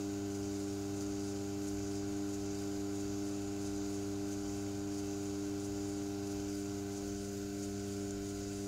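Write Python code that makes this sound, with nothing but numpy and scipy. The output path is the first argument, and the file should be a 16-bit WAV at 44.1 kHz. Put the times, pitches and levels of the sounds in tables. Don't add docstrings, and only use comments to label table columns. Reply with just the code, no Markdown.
import sys
import numpy as np
from scipy import signal
from scipy.fft import rfft, irfft, next_fast_len
from scipy.io import wavfile
from scipy.ndimage import uniform_filter1d

SR = 44100
rng = np.random.default_rng(int(sys.argv[2]) if len(sys.argv) > 2 else 0)


def master(y):
    cut = np.clip(np.atleast_2d(y).T, -1, 1)
    pcm = np.round(cut * 32767)
    wavfile.write(sys.argv[1], SR, pcm.astype(np.int16))


def magnitude_from_level(level_db):
    exponent = np.asarray(level_db, float) / 20
    return 10 ** exponent


N = 382347
t = np.arange(N) / SR
quarter = t[::4]
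coarse = t[::64]
freq = np.fft.rfftfreq(next_fast_len(N), 1 / SR)
HUM_HZ, SHAFT_HZ, LAP_S = 99.9, 23.62, .6619


def shaped(x, gain):
    size = next_fast_len(N)
    return irfft(rfft(x, size) * gain, size)[:N]


def band(x, lo_hz, hi_hz):
    return shaped(x, (freq >= lo_hz) & (freq < hi_hz))


def coloured(points, rings, noise):
    hz, db = np.transpose(points)
    gain = magnitude_from_level(np.interp(np.log(freq + 1), np.log(hz), db, left=-140))
    for ring_hz, width, lift_db in rings:
        resonance = 1 / (1 + (2 * (freq - ring_hz) / width) ** 2)
        gain = gain * (1 + (magnitude_from_level(lift_db) - 1) * resonance)
    return shaped(noise, gain) * np.sqrt(SR / 2)


def ring(at_s, hz, t60, rise_s):
    out = np.zeros(N)
    i = int(at_s * SR)
    age = t[:min(int(1.2 * t60 * SR), N - i)]
    envelope = (1 - np.exp(-age / rise_s)) * magnitude_from_level(-60 * age / t60)
    out[i:i + len(age)] = np.sin(2 * np.pi * hz * age) * envelope
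    return out


def tone(db, phase):
    level = np.interp(quarter, coarse, magnitude_from_level(db + 0 * coarse))
    return np.sqrt(2) * level * np.cos(phase)


def walk(rate):
    k = int(SR / 64 / rate)
    held = np.repeat(rng.standard_normal(len(coarse) // k + 1), k)
    return 1.28 * uniform_filter1d(uniform_filter1d(held, k), k)[:len(coarse)]


def gain_of(db):
    return np.interp(t, coarse, magnitude_from_level(db + 0 * coarse))


def rise(at_s, takes_s):
    return np.clip((coarse - at_s) / max(takes_s, .01), 0, 1)


# (start [s], end [s], share of a full reach [0-1])
REACH_TIMES = [
    (6.972, 7.3, 0.5),
    (7.54, 8.17, 1.01),
    (8.5, 8.8, 0.6),
]
# (time [s], multiple of the hum [1], level [dB])
HAND_SWEEPS = [(7.03, 1, -3), (7.47, 1, -1.5), (8.04, 3, 3), (8.0, 4, 1.2), (7.28, 3, -2)]
# (multiple [1], slow sag [dB/s], bent over [dB], arm out [dB], pulley wobble [dB])
LINE_ANSWERS = [(1, -0.17, 0, 0.8, -1), (2, -0.15, 0.9, 2, -0.03), (3, -0.0461, -2.5, -0.5, 0.7),
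                (4, -0.04, -1, 1.1, -0.23), (6, -0.06, -2, 1.7, 0.2), (8, 0.1, -.9, 2.7, -0.6)]


def body():
    bend = rise(6.43, .75)
    reach = 0
    for start_s, end_s, share in REACH_TIMES:
        reach = reach + share * (rise(start_s, .11) - rise(end_s, .11))
    wobble = np.cos(2 * np.pi * 1.845 * (coarse - 0.032))
    wobble = wobble + 0.37 * (2 * wobble ** 2 - 1)
    causes = np.array([coarse, bend, reach, wobble])
    change = {k: np.array(row) @ causes for k, *row in LINE_ANSWERS}
    for at_s, k, db in HAND_SWEEPS:
        change[k] = change[k] + db * np.exp(-((coarse - at_s) / 0.055) ** 2)
    return change


# (multiple of the hum [1], level [dB], sideband one shaft turn below [dB], above [dB])
HUM_LINES = [(1, -49, -71.5, -64.5), (2, -48.4, -86, -79), (3, -41.5, -83, -69), (4, -45.9, -78.5, -79),
             (5, -73.5, -89, -76.5), (6, -62, -84, -76), (7, -61, -96, -75.5), (8, -62.5, -96, -79.5),
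             (9, -74, -87, -84), (10, -75.5, -79, -94), (11, -78.5, -90, -82), (12, -90, -79.5, -85.0),
             (13, -75, -77, -82), (14, -69, -77, -94), (15, -73.5, -87, -79.5), (16, -79.5, -91, -99),
             (17, -86, -84, -97), (18, -83.5, -99.5, -101)]
OPPOSED = (1, 6, 13, 14, 15)
RESONANCE_LEAD = {3: .67, 6: .7, 7: .4, 8: -.9, 14: -1.0}


def hum(shade_db):
    change = body()
    drift = .024 * (quarter - 2.9) ** 2
    phase = 2 * np.pi * HUM_HZ * quarter - .97 + drift
    turn = 2 * np.pi * SHAFT_HZ * quarter
    start = 2 * np.pi * rng.random((len(HUM_LINES), 2))
    out = 0
    for (k, db, below_db, above_db), (a, b) in zip(HUM_LINES, start):
        wander_db = 0.37 if k < 5 else 0.94
        db = db + change.get(k, 0) + wander_db * walk(6.5)
        db = db + shade_db * (1.7 * (7 < k < 10) + .6 * (9 < k < 13))
        side_shade_db = shade_db * (7 < k < 14)
        lag = np.pi * (k in OPPOSED) + RESONANCE_LEAD.get(k, 0)
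        out = out + tone(db, k * phase + lag)
        out = out + tone(below_db + side_shade_db, k * phase - turn + a)
        out = out + tone(above_db + side_shade_db, k * phase + turn + b)
    return out


# (multiple of the shaft rate [1], level [dB])
SHAFT_LINES = [(3, -71), (6, -65.5), (9, -73), (12, -73), (14, -79), (18, -79), (23, -77), (25, -75),
               (26, -80), (27, -77.5), (31, -74), (32, -77), (34, -87), (44, -77), (54, -90), (56, -78.5),
               (58, -82), (59, -78), (63, -73.5), (65, -75), (73, -87), (76, -88.0), (83, -83), (85, -82),
               (96, -83.5), (104, -81), (112, -88), (116, -83), (163, -82), (178, -80)]
LIFTED_LINES = (23, 63)


def shaft(shade_db):
    out = 0
    for k, db in SHAFT_LINES:
        shading = (33 < k < 41) - .5 * (k in LIFTED_LINES)
        start = 2 * np.pi * rng.random()
        out = out + tone(db + walk(4) + shade_db * shading, 2 * np.pi * k * SHAFT_HZ * quarter + start)
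    return out


# (frequency [Hz], level [dB per Hz])
HISS_SPECTRUM = [(1750, -101.5), (2100, -96), (2700, -96.5), (3400, -99.1), (3800, -96.5), (4400, -96),
                 (4900, -90), (5300, -94.5), (6000, -89.5), (6800, -88), (7500, -92), (8100, -98.5),
                 (10000, -103.4), (15000, -107.8)]
# (frequency [Hz], width [Hz], lift [dB])
PULLEY_RINGS = [(2040, 22, 2), (2360, 15, 0.5), (2655, 27, 6), (3080, 65, 4.5), (3726, 50, 3.5),
                (3990, 27, 2), (4120, 29, 4.5), (4460, 22, 5), (4590, 37, 6), (6870, 350, 2), (5470, 30, 7),
                (6610, 40, 2.5), (9020, 33, 5), (9700, 22, 4.5)]
# (time into the lap [s], width [s], lift at 4.5 kHz [dB], 6.5 kHz [dB], 9 kHz [dB])
ROUGH_SPOTS = [(.163, .007, -.3, 2, -1), (.25, .05, -.8, -1.3, -2), (.313, .013, 0.5, 2, 4),
               (.357, 0.015, 2.4, 4.8, 6.1), (.41, .035, -0.3, -1, 0), (.5, .04, -0.3, 0.3, -1.8),
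               (.598, 0.013, 1.6, -2.5, 3.5), (.638, .015, 1, 0.3, 3)]
HISS_BANDS = (1750, 3400, 4400, 5500, 6500, 7800, 11000, 22000)


def belt(shade_db):
    slips = rng.standard_normal(N) * magnitude_from_level(np.minimum(2.0 * rng.exponential(1, N), 10.2))
    age = np.arange(4000)
    smear = rng.standard_normal(len(age)) * np.exp(-age / (0.023 * SR)) * (age > 200)
    smear[0] = 50.0
    x = signal.fftconvolve(slips, smear)[:N]
    x = coloured(HISS_SPECTRUM, PULLEY_RINGS, x / np.std(x))

    lap, place = np.divmod(coarse, LAP_S)
    lap = lap.astype(int)
    strength = 1 + .1 * rng.standard_normal((lap[-1] + 1, len(ROUGH_SPOTS)))
    bumps = []
    for k, (at_s, width_s, *_) in enumerate(ROUGH_SPOTS):
        bumps.append(strength[lap, k] * np.exp(-((place - at_s) / width_s) ** 2))
    mid, upper, top = np.array(ROUGH_SPOTS)[:, 2:].T @ bumps

    turn = 2 * np.pi * SHAFT_HZ * coarse
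    flutter = .5 * np.cos(turn - 2.0) + .5 * np.cos(2 * turn + 3.2)
    flutter = flutter + .5 * np.cos(3 * turn + 2.7) + 0.2 * np.cos(5 * turn + 2.3)
    arms = -.2 * shade_db
    tight = np.cos(2 * np.pi * (place - .53) / LAP_S)
    # lift [dB], flutter depth [dB], random patchiness [dB]
    lifts = (.15 * mid, 0.26 * mid + .25 * upper, mid + .8 * tight, upper + 1.4 * tight,
             0.64 * upper + .15 * top + .55 * tight, top + .45 * tight + arms, 0.36 * top + arms)
    depths = (1.1, 0.59, 0.36, 1.7, 0.83, 0.36, 0.18)
    patchy = (0.24, 0.45, .45, .45, .5, .55, 0.76)
    out, shared = 0, walk(25)
    for lo, hi, lift, depth, own in zip(HISS_BANDS, HISS_BANDS[1:], lifts, depths, patchy):
        level_db = lift + depth * flutter + .3 * shared + own * walk(10) + 0.2
        out = out + band(x, lo, hi) * gain_of(level_db)
    return out


# (frequency [Hz], level [dB], t60 [s])
SEAM_MODES = [(59.6, -51.5, 1.8), (143, -67.5, 3.5), (120, -61, 0.44)]
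LAP_LEVELS = [-3, 1, 4, 1, 1, 0.1, 0.1, -2, 1.1, 1, 4, 0, 2]
# (time [s], level [dB], frequency [Hz])
TRAY_BUMPS = [
    (3.15, -60, 60),
    (6.45, -60, 52),
    (7.1, -58, 50.4),
    (7.43, -58, 45),
    (8.13, -46, 50.3),
    (8.45, -53, 48.7),
]


def thumps():
    out = 0
    for lap, lap_db in enumerate(LAP_LEVELS):
        for hz, db, t60 in SEAM_MODES:
            out = out + magnitude_from_level(db + lap_db) * ring(.36 + LAP_S * lap, hz, t60, .02)
    for at_s, db, hz in TRAY_BUMPS:
        out = out + magnitude_from_level(db) * ring(at_s, hz, .6, .015)
    return out


# (time [s], peak level [dB], ring frequency [Hz], t60 [s])
CLAY_TICKS = [
    (1.6796, -47, 6900, .03),
    (3.7609, -43, 6840, .008),
    (4.3261, -50, 6800, .02),
    (7.636, -46, 6560, 0.017),
    (7.7934, -41, 6600, .006),
    (8.107, -26, 6400, 0.0041),
]


def ticks():
    ratios = (.95, 1.02, 1.12, 1.3, 1.6) + 0.008 * rng.standard_normal((len(CLAY_TICKS), 5))
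    shares = magnitude_from_level([-9, 1.5, 2.0, -6, -18])
    out = 0
    for (at_s, db, hz, t60), row in zip(CLAY_TICKS, ratios):
        crack_s = at_s + .00125
        for ratio, share in zip(row, shares):
            out = out + share * magnitude_from_level(db) * ring(crack_s, hz * ratio, t60, 0.00042)
    return out


# (frequency [Hz], level [dB per Hz])
RUMBLE_SPECTRUM = [(22, -102), (40, -89.5), (60, -83), (90, -84), (130, -85.5), (170, -87), (250, -85),
                   (350, -88.5), (450, -91.5), (600, -91), (850, -95.5), (1200, -94.5), (1550, -95.5),
                   (1750, -99)]
# (frequency [Hz], width [Hz], lift [dB])
FRAME_RINGS = [(60, 10, 8.5), (111, 7.4, 8), (144, 3, 6), (301.6, 9.3, 13.5), (398, 14, 8), (503, 8, 5),
               (544, 9.3, 11.5), (633, 8, 2), (725, 9.7, 10), (730, 6.6, -7), (780, 4.7, -2),
               (1025, 3.5, 10), (1150, 11, 6.5), (1288, 3.6, 3), (1460, 8.3, 7), (1530, 16, 10)]


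def rumble(shade_db):
    again = 0.55
    lap = np.resize(rng.standard_normal(round(LAP_S * SR)), N)
    noise = np.sqrt(again) * lap + np.sqrt(1 - again) * rng.standard_normal(N)
    x = coloured(RUMBLE_SPECTRUM, FRAME_RINGS, noise)
    x = x - band(x, 1750, SR / 2)
    x = x + 0.17 * np.cos(2 * np.pi * HUM_HZ * t - 1.2) * band(x, 490, 1750)
    return x + (gain_of(shade_db) - 1) * band(x, 780, 1270)


GAP_BANDS = (11200, 11900, 12700, 13400, 14150, 14950, 16000)


def gaps(x):
    gap_s, gaps_per_s, gap_db = .021, 10, -22
    frame = (coarse / gap_s).astype(int)
    out = x
    for k, (lo, hi) in enumerate(zip(GAP_BANDS, GAP_BANDS[1:])):
        shut = rng.random(1000)[frame] < gaps_per_s * gap_s * (k + 1) / 21
        gain = uniform_filter1d(magnitude_from_level(gap_db * shut), size=5)
        out = out + band(x, lo, hi) * (np.interp(t, coarse, gain) - 1)
    return out


# (time [s], level [dB])
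ARM_SHADE = [(0, 0), (6.45, 0), (6.59, -7), (6.68, 0), (7.0, -.5), (7.1, -6), (7.6, -6.5), (8.05, -5),
             (8.3, -6.5), (8.67, -5)]


def scene():
    shade_db = np.interp(coarse, *np.transpose(ARM_SHADE))
    tones = signal.resample_poly(hum(shade_db) + shaft(shade_db), 4, 1)[:N]
    return (tones + belt(shade_db) + thumps() + ticks() + rumble(shade_db))[None]


def top_cut(x):
    return signal.sosfilt(signal.butter(12, 15840, fs=SR, output="sos"), x)


def record(dry):
    limited = band(dry[0], 0, 15720)
    mix = gaps(limited)[None] - .0007
    return top_cut(mix)


dry = scene()
out = record(dry)
master(out)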